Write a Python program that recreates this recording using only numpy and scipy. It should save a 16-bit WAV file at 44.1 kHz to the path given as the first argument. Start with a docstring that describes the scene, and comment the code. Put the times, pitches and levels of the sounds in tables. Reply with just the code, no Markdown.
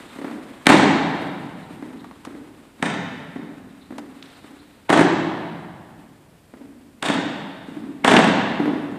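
"""A drill team on the sprung wooden floor of a large gym, from one microphone on the sideline.
Soft steps and rustling uniforms come first; at 0.7 s a ragged stamp cracks heels, slaps soles and thuds
the boards, and the hall rings on. The march continues with faint sole squeaks, close handling clicks
and a lone stamp at 2.8 s. The ranks, 4 to 18 m away, stamp again at 4.9 s, 7.1 s and 8.1 s.
A few heavier steps close the scene, over the steady low rumble of the ventilation."""
import sys
import numpy as np
from scipy import signal
from scipy.fft import rfft, irfft
from scipy.io import wavfile
from scipy.ndimage import uniform_filter1d

SR = 44100
rng = np.random.default_rng(int(sys.argv[2]) if len(sys.argv) > 2 else 0)


def dump_mix(stems):
    """Bounce the given channels to the path in sys.argv[1] as a 16-bit WAV at rate SR."""
    frames = np.atleast_2d(stems).T  # one column per channel
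    limited = np.clip(frames, -1, 1)  # hard clip at full scale
    pcm = np.round(limited * 32767).astype(np.int16)
    wavfile.write(sys.argv[1], SR, pcm)


N = 396018
HIT_T = np.arange(SR // 4) / SR  # time axis of one blow


# stamping feet out on the floor: start_s, force_db, weight_db, tilt (0 flat, 1 heel edge), distance_m
STAMPING_FEET = [ (.658, -29, 0, 0.86, 8), (.668, -7, -1, 0.92, 6.5), (.691, -4, -10.5, 0.52, 8.5),
                 (.698, -3.5, -2.5, 0.3, 7.2), (.719, -6, 1, 0.33, 8.7), (.742, -18, 11.5, 0.43, 4.6),
                 (.796, -6, -2.5, 0.28, 18), (2.826, -11, -1.5, 0.62, 11.1), (4.894, -4.5, -11, 0.27, 17.3),
                 (4.901, -6.5, 3.5, .55, 13.3), (4.928, -5.5, -7, .3, 8.5), (4.974, -11, 2, 0.29, 6.6),
                 (4.992, -14.5, 3.5, .2, 3.7), (5.010, -18.5, 7, 0.36, 3.6), (7.026, -11, -6, 0.78, 17.7),
                 (7.050, -16, -19, 0.012, 14), (7.086, -20, 3, 0.81, 8.1), (7.099, -13.5, 3, 0.21, 9.7),
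                 (8.046, -1.5, -5, 0.55, 14.4), (8.077, -2, -8, 0.31, 10.7), (8.116, -5, -2, 0.37, 11),
                 (8.138, -10, 6.5, 0.53, 7.3), (8.166, -15, 4, 0.54, 7.1), (8.189, -12.5, -9, 0.35, 4.4),
                 (8.242, -13, -16, 0.61, 9.2)]
# the patch of floor under each halt: time_s, pitch_hz
FLOOR_PATCHES = [(.7, 279.4), (2.8, 237), (4.9, 316.8), (7.1, 284), (8.1, 280)]
# modes of the sprung boards, the joists below and the hard heel block: pitch_hz, level_db, t60_s
BOARD_MODES = [(172, -19.5, 0.049), (239.2, -4, 0.045), (277.3, 5, 0.04), (325.7, -12, 0.038)]
JOIST_MODES = [(128, -19, 0.26), (182.1, 3.5, 0.054), (213.6, -4.5, 0.12)]
HEEL_MODES = [(1144, -5.5, 0.048), (1895, 2, 0.012), (2800, -2, 0.0085), (3565, 1.5, 0.011),
              (8430, -3, 0.0055)]
# spectra of the sole slap, the heel crack and the boards' bending waves: frequency_hz, level_db
SLAP_SPECTRUM = [(60, -19.5), (250, -12.5), (400, 1.5), (500, -0.5), (680, 2.5), (850, 0), (1200, -8),
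                 (1800, -3), (2400, -12), (3800, -23), (5500, -28), (9000, -25.5), (14000, -78.5)]
CRACK_SPECTRUM = [(200, -46.5), (1200, -5), (2300, 4.5), (2850, 3.5), (3700, 0.5), (4600, -10.5),
                  (6200, -15), (8400, -8.5), (11000, -19), (15000, -34.5)]
FORERUNNER_SPECTRUM = [(300, -24), (900, -5.5), (1600, -9.5), (2200, -2.5), (3500, -23), (7000, -45)]

def stamps(board_hz=285, hall_radius_m=6.67, joist_db=-8, heel_db=-3, cavity_db=1, forerunner_db=-16):
    """Heel cracks, sole slaps, boards and joists boom; yields start_s, sound, hall_db."""
    lead = SR // 60
    for start_s, force_db, weight_db, tilt, distance_m in STAMPING_FEET:
        _, patch_hz = min(FLOOR_PATCHES, key=lambda patch: abs(patch[0] - start_s))
        # landing on the heel edge makes the crack harder and the hollow under the sole smaller
        crack_db = -23.5 + 26.5 * tilt
        cavity_hz = 756 * (1800 / 756) ** tilt
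        boards = ring(BOARD_MODES, scatter=.048, tuning=patch_hz / board_hz)
        joists = ring(JOIST_MODES, scatter=.059)
        thud = blow(boards + amp(joist_db) * joists)
        contact = burst(CRACK_SPECTRUM, decay_s=.0021)
        heel = ring(HEEL_MODES, scatter=.055, push_s=.0002)
        crack = blow(contact + amp(heel_db) * heel)
        sole = burst(SLAP_SPECTRUM, decay_s=.011, rise_s=.0007)
        trapped_air = signal.lfilter(*signal.iirpeak(cavity_hz, Q=1.8, fs=SR), sole)
        slap = blow(sole + amp(cavity_db) * trapped_air)
        foot = slap + amp(weight_db) * thud + amp(crack_db) * crack
        # distance from the microphone weakens the direct sound but not the hall
        far_db = 20 * np.log10(distance_m / hall_radius_m)
        yield start_s, amp(force_db - far_db) * foot, far_db
        # bending waves in the boards outrun the blow through the air
        swell = burst(FORERUNNER_SPECTRUM, decay_s=.002)[:lead][::-1]
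        yield start_s - lead / SR, amp(force_db - far_db + forerunner_db) * swell, far_db


# marching feet between the stamps: start_s, thud_db, tap_db
MARCHING_STEPS = [ (.003, -37, -41), (.159, -35, -38), (.186, -29.5, -31), (.214, -32, -31.5),
                  (.244, -26.5, -27), (1.219, -24.5, -29), (1.706, -30.5, -46), (1.824, -25.5, -32.5),
                  (2.270, -28, -33), (2.799, -35, -47), (3.359, -24, -31.5), (3.905, -29, -36.5),
                  (3.923, -33.5, -36), (4.442, -34, -40), (5.99, -39.5, -56), (6.537, -36.5, -38.5),
                  (6.61, -34, -52), (7.684, -29, -37), (7.768, -22, -34.5), (8.599, -12.5, -22.5),
                  (8.656, -22.5, -22), (8.92, -24, -45)]
# the dull tap of a rolled heel: frequency_hz, level_db
TAP_SPECTRUM = [(100, -11), (330, 10), (700, 3.5), (1400, -4), (2000, -4.5), (2800, -20.5), (5500, -30),
                (9000, -41), (14000, -40.5)]

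def steps(roll_s=.07, hall_db=2):
    """A rolled step rings only the boards: a light tap of the heel, then the softer forefoot."""
    for start_s, thud_db, tap_db in MARCHING_STEPS:
        lag_s = roll_s * np.exp(.16 * rng.standard_normal())
        heel = (start_s, thud_db, tap_db)
        forefoot = (start_s + lag_s, thud_db - 4.5, tap_db - 6)
        for contact_s, low_db, high_db in (heel, forefoot):
            thud = ring(BOARD_MODES, scatter=.03, push_s=.005)
            tap = burst(TAP_SPECTRUM, decay_s=.0063, rise_s=.00092)
            yield contact_s, amp(low_db) * thud + amp(high_db) * tap, hall_db


# pivoting soles: start_s, length_s, pitch_hz, level_db
SOLE_SQUEAKS = [(0.042, 0.12, 3720, -60), (1.62, 0.033, 3900, -59), (1.987, 0.029, 3926, -57.5),
                (3.688, 0.037, 3850, -66.5), (3.805, 0.04, 3820, -59.5), (4.339, 0.044, 4340, -64.5),
                (4.578, 0.044, 3940, -60)]

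def squeaks(bend=.08, waver=.075, hall_db=-2):
    """Rubber sticks and slips on varnish: an unsteady whistle that arches and sags in pitch."""
    for start_s, length_s, pitch_hz, level_db in SOLE_SQUEAKS:
        progress = np.linspace(0, 1, int(length_s * SR))
        wobble = unit(uniform_filter1d(rng.standard_normal(len(HIT_T)), size=40))[:len(progress)]
        glide_hz = pitch_hz * (1 + bend * progress * (1 - 2 * progress) + waver * wobble)
        whistle = np.sin(2 * np.pi * np.cumsum(glide_hz) / SR)
        yield start_s, amp(level_db) * unit(np.sin(np.pi * progress) * whistle), hall_db


# small close handling clicks, and one loud heel clack in the last stamp:
# start_s, level_db, centre_hz, treble_db, decay_s, hall_db
CLICKS_AND_CLACK = [(2.043, -36.5, 1120, -39.5, 0.0075, -17), (2.111, -38, 1090, -45, 0.0051, -24),
                    (2.250, -33.5, 1210, -23.5, 0.0062, -13), (3.982, -29, 890, -29, 0.0065, -16),
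                    (4.226, -38, 3720, -33, 0.003, -2.5), (8.166, -10, 2830, -38, 0.0055, -3)]

def clicks():
    """Dry knocks, each with one broad resonance."""
    for start_s, level_db, hz, treble_db, decay_s, hall_db in CLICKS_AND_CLACK:
        spectrum = [(hz / 4, -14), (hz, 0), (1.27 * hz, -9), (10000, treble_db), (15000, -45)]
        yield start_s, amp(level_db) * burst(spectrum, decay_s), hall_db


# uniforms heard from the sideline, quieter as the ranks come to rest: time_s, level_db
RUSTLE_LEVELS = [(0, -47.5), (.5, -48), (2, -54), (3.2, -57.5), (3.9, -57.5), (4.3, -51), (4.9, -59),
                 (6.9, -62.5), (7.8, -55.5), (8.98, -55)]
# rubbing cloth: frequency_hz, level_db
CLOTH_SPECTRUM = [(300, 5.5), (1000, 7.5), (2000, 4), (3800, -2), (5800, -14.5), (8500, -7.5),
                  (12000, -18.5), (15000, -21)]

def rustle(flutter_db=2, swish_db=-4.5, attack_s=.01, release_s=.071):
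    """Cloth rubs in quick uneven strokes, and a trouser leg swishes with every marching step."""
    t = np.arange(N) / SR
    strokes = np.interp(t, np.linspace(0, t[-1], 600), rng.standard_normal(600))
    fades = [np.maximum((s - t) / attack_s, (t - s) / release_s) for s, _, _ in MARCHING_STEPS]
    swish = np.exp(-np.min(fades, axis=0))
    level_db = np.interp(t, *np.transpose(RUSTLE_LEVELS)) + flutter_db * strokes
    cloth = unit(colour(rng.standard_normal(N), CLOTH_SPECTRUM))
    return cloth * amp(level_db) * (1 + amp(swish_db) * swish)


# how long the gym rings: frequency_hz, t60_s
HALL_DECAY = [(60, 4.4), (130, 2.88), (280, 1.42), (800, 1.84), (1800, 1.63), (3600, 1.55), (5500, 1.29),
              (8000, 0.29), (14000, 0.06)]
# colour of its reverberation: frequency_hz, level_db
HALL_SPECTRUM = [(60, -3), (280, 0), (900, -4), (2500, -2.5), (5000, 1.5), (9000, 4.5), (11000, 4.5),
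                 (14000, -30)]
# echoes from roof and walls: delay_s, level_db
HALL_ECHOES = [(.032, -10.5), (0.053, -22.5), (0.073, -18.5), (0.112, -17)]

def hall_response(gap_s=.0061, build_s=.013, grain=.84, grain_s=.11):
    """The gym from one spot: smeared echoes, and a tail that thickens and loses its treble first."""
    size = 5 * SR // 2
    t = np.arange(size) / SR
    bins_hz = np.arange(size // 2 + 1) * SR / size
    # early reflections are sparse and uneven, late ones merge
    spread = grain * np.exp(-t / grain_s)
    reflections = rng.standard_normal(size) * np.exp(spread * rng.standard_normal(size) - spread ** 2)
    spectrum = rfft(reflections)
    centres_hz = np.geomspace(50, 15000, 14)
    tail = 0
    for hz, share in zip(centres_hz, np.eye(len(centres_hz))):
        band = irfft(spectrum * along(np.c_[centres_hz, share], bins_hz), size)
        tail += band * amp(along(HALL_SPECTRUM, hz) - 60 * t / along(HALL_DECAY, hz))
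    tail *= (1 - np.exp(-np.maximum(t - gap_s, 0) / build_s)) * np.sqrt(12 / SR)
    for delay_s, level_db in HALL_ECHOES:
        # trusses and bleachers scatter each echo over a few milliseconds
        smear = rng.standard_normal(len(HIT_T)) * np.exp(-HIT_T / .0043)
        add(tail, delay_s, amp(level_db) * smear / np.linalg.norm(smear))
    return tail


# the gym's background at the microphone: frequency_hz, level_db
ROOM_TONE_SPECTRUM = [(25, 7.5), (50, 8), (80, 3), (145, -3), (275, -5), (500, -9), (1160, -21.5),
                      (2600, -23.5), (3700, -27.5), (4700, -26), (6200, -30), (8100, -26), (14500, -32.5)]

def room_tone(level_db=-50):
    """Steady ventilation rumble and microphone hiss."""
    return amp(level_db) * unit(colour(rng.standard_normal(N), ROOM_TONE_SPECTRUM))


def ring(modes, scatter, tuning=1, radiate_hz=150, push_s=.0038):
    """Damped modes, tuned a little differently for each blow; the deepest bass radiates poorly."""
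    swing = 0
    for pitch_hz, level_db, t60_s in modes:
        hz = pitch_hz * tuning * np.exp(scatter * rng.standard_normal())
        swing += amp(level_db - 60 * HIT_T / t60_s) * np.sin(2 * np.pi * hz * HIT_T)
    # the push builds slowly for the weight of a leg, quickly for a hard heel
    swing *= 1 - np.exp(-HIT_T / push_s)
    return blow(signal.sosfilt(signal.butter(2, radiate_hz, "high", fs=SR, output="sos"), swing))


def burst(spectrum, decay_s, rise_s=.00029, evenness=.75):
    """A contact: a dense rattle of tiny impacts that dies quickly and has little pitch of its own."""
    envelope = np.exp(-HIT_T / decay_s) * (1 - np.exp(-HIT_T / rise_s))
    rattle = rng.standard_normal(len(HIT_T)) * envelope
    # flatten chance peaks so that the given spectrum sets the tone
    power = uniform_filter1d(np.abs(rfft(rattle)) ** 2, size=21)[1:]
    hz = np.arange(1, len(power) + 1) * SR / len(rattle)
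    even = colour(rattle, np.c_[hz, -10 * evenness * np.log10(power)])
    return blow(colour(even, spectrum))


def colour(x, spectrum, size=2048):
    """Minimum-phase filter through frequency_hz, level_db points."""
    gain = amp(along(spectrum, np.arange(size // 2 + 1) * SR / size))
    cepstrum = irfft(np.log(gain))
    cepstrum[1:size // 2] *= 2
    cepstrum[size // 2 + 1:] = 0
    impulse = irfft(np.exp(rfft(cepstrum)))
    return signal.fftconvolve(x, impulse)[:len(x)]


def along(points, hz):
    """Read frequency_hz, value points on a log-frequency axis."""
    points_hz, values = np.transpose(points)
    return np.interp(np.log(np.maximum(hz, 1)), np.log(points_hz), values)


def amp(db):
    """Decibels to gain."""
    return 10 ** (np.asarray(db) / 20)


def unit(x):
    """Scale to rms 1."""
    return x / np.sqrt(np.mean(x ** 2))


def blow(x):
    """Scale a hit to the energy of 5 ms at full level."""
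    return x * np.sqrt(.005 * SR / np.sum(x ** 2))


def add(track, start_s, x):
    """Mix x into the track at start_s."""
    i = int(np.clip(start_s * SR, 0, N - 1))
    track[i:i + len(x)] += x[:N - i]


def scene(spots=7):
    """Each foot and click reaches the microphone directly and by one of a few paths through the hall."""
    responses = [hall_response() for _ in range(spots)]
    direct, sends = np.zeros(N), np.zeros((spots, N))
    for k, (start_s, sound, hall_db) in enumerate([*stamps(), *steps(), *squeaks(), *clicks()]):
        add(direct, start_s, sound)
        add(sends[k % spots], start_s, amp(hall_db) * sound)
    hall = sum(signal.fftconvolve(send, response)[:N] for send, response in zip(sends, responses))
    return (direct + hall + rustle() + room_tone())[None]


def record(dry, low_hz=95, top_hz=14900, knee=9):
    """The phone thins the bass, rounds off the loudest peaks and cuts the top."""
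    thinned = signal.sosfilt(signal.butter(2, low_hz, "high", fs=SR, output="sos"), dry)
    rounded = thinned / (1 + np.abs(thinned) ** knee) ** (1 / knee)
    return signal.sosfilt(signal.ellip(8, .2, 70, top_hz, fs=SR, output="sos"), rounded)


dry = scene()
out = record(dry)
dump_mix(out)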